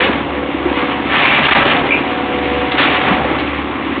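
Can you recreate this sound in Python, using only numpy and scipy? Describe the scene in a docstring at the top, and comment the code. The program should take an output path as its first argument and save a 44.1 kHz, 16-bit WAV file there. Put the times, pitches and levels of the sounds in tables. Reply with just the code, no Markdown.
"""Timber crunches, cracks and thuds under an excavator's bucket, over the steady chug of its diesel.
The place is a yard between brick walls, with one microphone near enough for direct sound to lead.
The bucket crushes and drags a demolition heap: wood splinters, beams ring low, steel squeals briefly.
Behind it the four-cylinder engine puffs into its exhaust pipe, hardest once a cycle,
the hydraulic pump whines under load, and oil hisses through the valves."""
import sys
import numpy as np
from scipy import signal
from scipy.io import wavfile
from scipy.ndimage import uniform_filter1d, minimum_filter1d

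SR = 44100
rng = np.random.default_rng(int(sys.argv[2]) if len(sys.argv) > 2 else 0)


def generate_wav(sig):
    """Save sig (samples, or channels by samples) to the path in sys.argv[1] as 16-bit PCM at SR."""
    pcm = np.round(np.clip(np.atleast_2d(sig).T, -1, 1) * 32767).astype(np.int16)
    wavfile.write(sys.argv[1], SR, pcm)


N = 176400
T = np.arange(N) / SR

# oil hissing through the valves: t/s, level/dB
OIL_HISS = [(0, -31), (.55, -34), (.82, -24.5), (1.1, -32.5), (2, -31), (2.6, -34), (3.3, -29.5),
            (3.62, -28), (3.8, -26), (4, -29.5)]
# second harmonic of the pump: t/s, level/dB
PUMP_SECOND = [(0, -20), (.25, -40.5), (.38, -23.5), (.58, -36), (.8, -25.5), (1.1, -37.5), (1.55, -38),
               (1.75, -25), (2.02, -34), (2.2, -25.5), (2.58, -22), (2.85, -34.5), (3.05, -27),
               (3.25, -29.5), (3.45, -35), (4, -48)]
# third harmonic of the pump: t/s, level/dB
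PUMP_THIRD = [(0, -66), (.65, -34.5), (.98, -28.5), (1.1, -40.5), (1.98, -40), (2.07, -26), (2.6, -26.5),
              (2.85, -30.5), (2.97, -24), (3.219, -25.5), (3.311, -38), (4, -37.5)]
# gear tone: t/s, level/dB
GEAR_TONE = [(0, -46.5), (1.998, -30), (2.4, -46), (2.751, -28.5), (3, -59.5), (4, -65)]
# engine speed as firing rate: t/s, f/Hz
FIRING_RATE = [(0, 71.4), (.55, 71.3), (.7, 70.2), (1.05, 70.6), (1.2, 72.6), (1.5, 72.4), (1.65, 70.6),
               (3.3, 70.6), (3.5, 72), (4, 72)]
# strength of the four firings in a cycle: relative level/dB
CYLINDER_DB = [-2, -16, -12, -17]
# engine load, added to the strongest firing: t/s, gain/dB
ENGINE_LOAD = [(0, 4), (.28, -2), (.45, -1), (.95, 3), (1.2, -6), (1.6, -4.5), (1.9, 0), (2.7, -0.5),
               (2.95, -3.5), (3.3, -1.5), (3.55, -2.5), (3.7, -5), (4, -3.5)]
# exhaust pipe modes: f/Hz, gain/dB, t60/s
PIPE_MODES = [(213.5, -16, 0.12), (273.8, 0.5, 0.068), (334.8, -2, .06), (564, -16, 0.12)]
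# spectral density of block and fan noise: f/Hz, relative level/dB
ROAR_SPECTRUM = [(45, -35), (70, -13), (110, -4.5), (180, -8), (300, 5.5), (430, -5), (700, -10.5),
                 (1130, -7), (1400, -21.5), (2100, -8), (3000, -18.5), (3700, -16.5), (4600, -40)]
# the bucket squeals as it scrapes: t/s, length/s, level/dB
SQUEALS = [(1.226, 0.15, -16.5), (1.43, 0.19, -23), (1.903, 0.026, -12), (2.842, 0.041, -20.5)]
# modes of the bucket's steel: f/Hz, relative level/dB, t60/s
STEEL_MODES = [(2318, -4, 0.097), (2413, -6.5, .04), (2644, -9, .025)]
# blows on beams: t/s, level/dB, f/Hz, t60/s
THUDS = [(.06, -5.5, 484, 0.045), (.1, -16.5, 246, 0.066), (.652, -10.5, 356.5, 0.16),
         (1.387, -14.5, 218, 0.13), (1.659, -2, 402, 0.033), (1.734, -17, 260, 0.18),
         (3.106, -7.5, 190, 0.1), (3.247, -0.5, 540, 0.021), (3.309, -7.5, 334, 0.052)]
# modes of a beam: ratio to the thud's pitch, gain/dB
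BEAM_MODES = [(1, 3.5), (1.45, -11), (2.3, -20.5), (3.098, -16.5)]
# boards cracking: t/s, level/dB, length/s, centre f/Hz
CRACKS = [(0.036, -23, 0.022, 2000), (1.215, -19, .03, 3700), (1.438, -12.5, 0.023, 1880),
          (1.483, -9.5, 0.015, 1190), (1.52, -8, 0.028, 1500), (1.57, -21.5, 0.017, 1900),
          (1.617, -10.5, 0.031, 956), (1.697, -13.5, .02, 1700), (2.717, -13, 0.0051, 2080),
          (2.779, -13.5, 0.042, 2230), (2.826, -12, 0.0094, 1900), (3.107, -20, 0.025, 950),
          (3.385, -20, 0.02, 3400)]
# heavier rubble tumbling: t/s, level/dB
TUMBLING = [(0, -17.5), (.07, -20.5), (.22, -26.5), (1.03, -26.5), (1.13, -22.5), (1.5, -17.5),
            (1.64, -14.5), (1.76, -18.5), (2.02, -25), (2.7, -25.5), (2.95, -22), (3.13, -19.5),
            (3.38, -20), (3.5, -34.5), (4, -29.5)]
# spectral density of the rubble: f/Hz, relative level/dB
RUBBLE_SPECTRUM = [(35, -18), (100, -4.5), (160, -6.5), (230, -2.5), (450, -4), (700, -0.5), (1100, -8.5),
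                   (1700, -14.5)]
# wood splintering under the bucket: t/s, level/dB
SPLINTERING = [(0, -12), (.1, -18.5), (.24, -30), (.62, -30), (.82, -20), (1.04, -26.5), (1.15, -11),
               (1.28, -12), (1.42, -14.5), (1.53, -10), (1.72, -14), (1.82, -21.5), (2.2, -24.5),
               (2.75, -23.5), (2.8, -11.5), (2.93, -16.5), (3.08, -17.5), (3.25, -23), (3.4, -23.5),
               (3.52, -23), (3.7, -31), (4, -25)]
# spectral density of the splinters: f/Hz, relative level/dB
SPLINTER_SPECTRUM = [(500, -9), (750, -8), (1050, 1.5), (1450, -3), (1800, 2.5), (2400, 0.5), (3000, -4),
                     (3600, -6), (4600, -15)]
# brief level dips in the loudest crunch: t/s, length/s, gain/dB
DIPS = [(1.473, 0.01, -8), (1.495, .014, -7), (1.535, 0.014, -14), (1.633, 0.018, -8.5)]

PUMP_PER_FIRING, GEAR_PER_FIRING = 3.5, 13.5


def from_db(db):
    """Decibels to gain."""
    return 10 ** (np.asarray(db) / 20)


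def rms_one(x):
    """Scale to unit power."""
    return x / np.sqrt(np.mean(x ** 2) + 1e-20)


def curve(rows):
    """Join (time, value) points by straight lines."""
    return np.interp(T, *np.transpose(rows))


def drift(rate):
    """Smooth random wander of rms 1, changing about rate times a second."""
    step, settle = 40, 2000
    r = np.exp(-2 * np.pi * rate * step / SR)
    slow = signal.lfilter([1], [1, -2 * r, r * r], rng.standard_normal(N // step + settle + 2))[settle:]
    return np.interp(np.arange(N) / step, np.arange(len(slow)), rms_one(slow))


def band(x, low, high):
    """Second-order band-pass, edges in Hz."""
    sos = signal.butter(2, [low, min(high, SR / 3)], "band", fs=SR, output="sos")
    return signal.sosfilt(sos, x + 1e-18)


def ring(x, hz, t60):
    """One decaying mode; a unit click rings at height 1."""
    r, w = np.exp(-np.log(1000) / (t60 * SR)), 2 * np.pi * hz / SR
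    return signal.lfilter([0, np.sin(w)], [1, -2 * r * np.cos(w), r * r], x + 1e-18)


def coloured(excite, spectrum):
    """Third-octave bands, each fed by a fresh call of excite and weighted by the spectrum; rms 1."""
    hz, db = np.transpose(spectrum)
    edges = np.geomspace(hz[0], hz[-1], int(round(3 * np.log2(hz[-1] / hz[0]))) + 1)
    log_centres = np.log(edges[1:] * edges[:-1]) / 2
    gains = from_db(np.interp(log_centres, np.log(hz), db))
    return rms_one(sum(g * band(excite(), lo, hi) for g, lo, hi in zip(gains, edges, edges[1:])))


def burst(start, length, attack_s, release_s):
    """Envelope: rise, hold, die away."""
    return np.clip((T - start) / attack_s, 0, 1) * np.exp(-np.maximum(T - start - length, 0) / release_s)


def fragments(spectrum, per_s, spread_db):
    """Random impacts of uneven size, each with a colour of its own."""
    hits = rng.random(N) < per_s / SR
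    clicks = hits * from_db(spread_db * np.minimum(rng.exponential(1, N), 4))
    return coloured(lambda: clicks * rng.standard_normal(N), spectrum)


def yard(x, first_s=.005, t60=.19, wet_db=-6):
    """Dense, dying reflections off the brick walls reach the microphone just after the direct sound."""
    t = T[:SR]
    tail = rng.standard_normal(SR) * (t > first_s) * np.exp(-np.log(1000) * t / t60)
    reflections = signal.fftconvolve(x, tail / np.linalg.norm(tail))[:N]
    wet = from_db(wet_db)
    return (x + wet * reflections) / np.hypot(1, wet)


def oil(firings, hz=1130):
    """Oil rushes through a valve in a narrow hiss that pulses with the pump."""
    pulsing = 1 + .88 * np.sin(2 * np.pi * PUMP_PER_FIRING * firings)
    hiss = band(ring(rng.standard_normal(N), hz, t60=.023), hz / 2, hz * 2)
    return from_db(curve(OIL_HISS)) * rms_one(hiss * pulsing)


def hydraulics(firings, jitter_hz=1.2, waver_db=1.3):
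    """Pump and gear tones follow the engine's speed and swell with the load."""
    whine = 0
    for multiple, level in ((2 * PUMP_PER_FIRING, PUMP_SECOND), (3 * PUMP_PER_FIRING, PUMP_THIRD),
                            (GEAR_PER_FIRING, GEAR_TONE)):
        cycles = multiple * firings + jitter_hz * np.cumsum(drift(10.8)) / SR
        whine += from_db(curve(level) + waver_db * drift(16)) * rms_one(np.sin(2 * np.pi * cycles))
    return whine


def engine_block(firings, hum_db=-37, roar_db=-24):
    """The block hums at the firing rate, and the roar of block and fan throbs in step."""
    beat = np.sin(2 * np.pi * firings)
    roar = coloured(lambda: rng.standard_normal(N) * from_db(1.5 * drift(11)), ROAR_SPECTRUM)
    hum = from_db(hum_db + 3.8 * drift(3.3)) * rms_one(beat)
    return hum + from_db(roar_db) * roar * (1 + .3 * beat)


def exhaust(firings, level_db=-24, uneven_db=3, puff_s=.006):
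    """Each firing puffs into the pipe and rings its modes; one cylinder chugs hardest under load."""
    count = np.floor(firings).astype(int)
    at = np.flatnonzero(np.diff(count))
    cylinder = count[at + 1] % len(CYLINDER_DB)
    load_db = (cylinder == 0) * curve(ENGINE_LOAD)[at]
    scatter_db = uneven_db * rng.uniform(-1, 1, len(at))
    pulses = np.zeros(N)
    pulses[at] = from_db(np.array(CYLINDER_DB)[cylinder] + load_db + scatter_db)
    gas = signal.lfilter([1], [1, -np.exp(-1 / (puff_s * SR))], pulses) * rng.standard_normal(N)
    puffs = rms_one(pulses) + .34 * rms_one(gas)
    pipe = sum((-1) ** k * from_db(db) * ring(puffs, hz, t60)
               for k, (hz, db, t60) in enumerate(PIPE_MODES))
    return from_db(level_db) * rms_one(band(pipe, 140, 1500))


def squeals(rough_db=1.2):
    """Rough friction drives the bucket's steel modes."""
    steel = 0
    for hz, db, t60 in STEEL_MODES:
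        friction = band(rng.standard_normal(N), hz * .9, hz * 1.12)
        steel += from_db(db) * rms_one(ring(friction, hz, t60))
    steel = rms_one(steel)
    steel /= np.sqrt(uniform_filter1d(steel ** 2, size=900) + 1e-6)  # level held even over 20 ms
    scrapes = sum(from_db(db) * burst(start, length, attack_s=.008, release_s=.047)
                  for start, length, db in SQUEALS)
    return steel * from_db(rough_db * drift(90)) * scrapes


def thuds(contact_s=.0033):
    """Blunt blows set a beam's low modes ringing."""
    out = np.zeros(N)
    for start, db, hz, t60 in THUDS:
        at = int(start * SR)
        age = np.maximum(T[at:at + SR // 2] - start, 0)
        modes = sum(from_db(db + mode_db) * np.sin(2 * np.pi * hz * ratio * age)
                    for ratio, mode_db in BEAM_MODES)
        envelope = (1 - np.exp(-age / contact_s)) * np.exp(-np.log(1000) * age / t60)
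        out[at:at + len(age)] += modes * envelope
    return out


def cracks(edge_ratio=1.97):
    """A board gives way in a short rush of snapping fibres."""
    out = np.zeros(N)
    for start, db, length, hz in CRACKS:
        fibres = rms_one(band(rng.standard_normal(N), hz / edge_ratio, hz * edge_ratio))
        out += from_db(db) * burst(start, length, attack_s=.0015, release_s=.007) * fibres
    return out


def debris(splinter_clump_db=1.0, lump_clump_db=1.2):
    """Splinters and heavier lumps come in clumps as the bucket moves through the heap."""
    splintering = from_db(curve(SPLINTERING) + splinter_clump_db * drift(25))
    splinters = fragments(SPLINTER_SPECTRUM, per_s=3800, spread_db=3.0)
    tumbling = from_db(curve(TUMBLING) + lump_clump_db * drift(9.9))
    lumps = fragments(RUBBLE_SPECTRUM, per_s=1600, spread_db=2.8)
    return splintering * splinters + tumbling * lumps


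def scene(first_chug_s=.037):
    """Machine and heap from one microphone standing in the yard, alike in both channels."""
    firing_hz = curve(FIRING_RATE)
    firings = np.cumsum(firing_hz) / SR - first_chug_s * firing_hz[0]  # running count
    machine = exhaust(firings) + engine_block(firings) + hydraulics(firings) + oil(firings)
    heap = yard(debris() + cracks() + squeals()) + thuds()
    return np.array([machine + heap] * 2)


def record(dry, bass_hz=44, treble_hz=3740, ceiling=.85, cutoff_hz=4727):
    """The level dips briefly, a narrow-band recorder cuts bass and treble, a limiter holds the peaks."""
    dip_db = sum(db * ((T > start) & (T < start + length)) for start, length, db in DIPS)
    x = dry * from_db(uniform_filter1d(dip_db.astype(float), size=130))
    x = signal.sosfilt(signal.butter(3, bass_hz, "high", fs=SR, output="sos"), x)
    x = signal.sosfilt(signal.butter(12, treble_hz, fs=SR, output="sos"), x)
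    limiter_gain = minimum_filter1d(ceiling / np.maximum(np.abs(x), ceiling), size=200)
    x = x * uniform_filter1d(uniform_filter1d(limiter_gain, size=100), size=100)
    return signal.sosfilt(signal.butter(20, cutoff_hz, fs=SR, output="sos"), x)


dry = scene()
out = record(dry)
generate_wav(out)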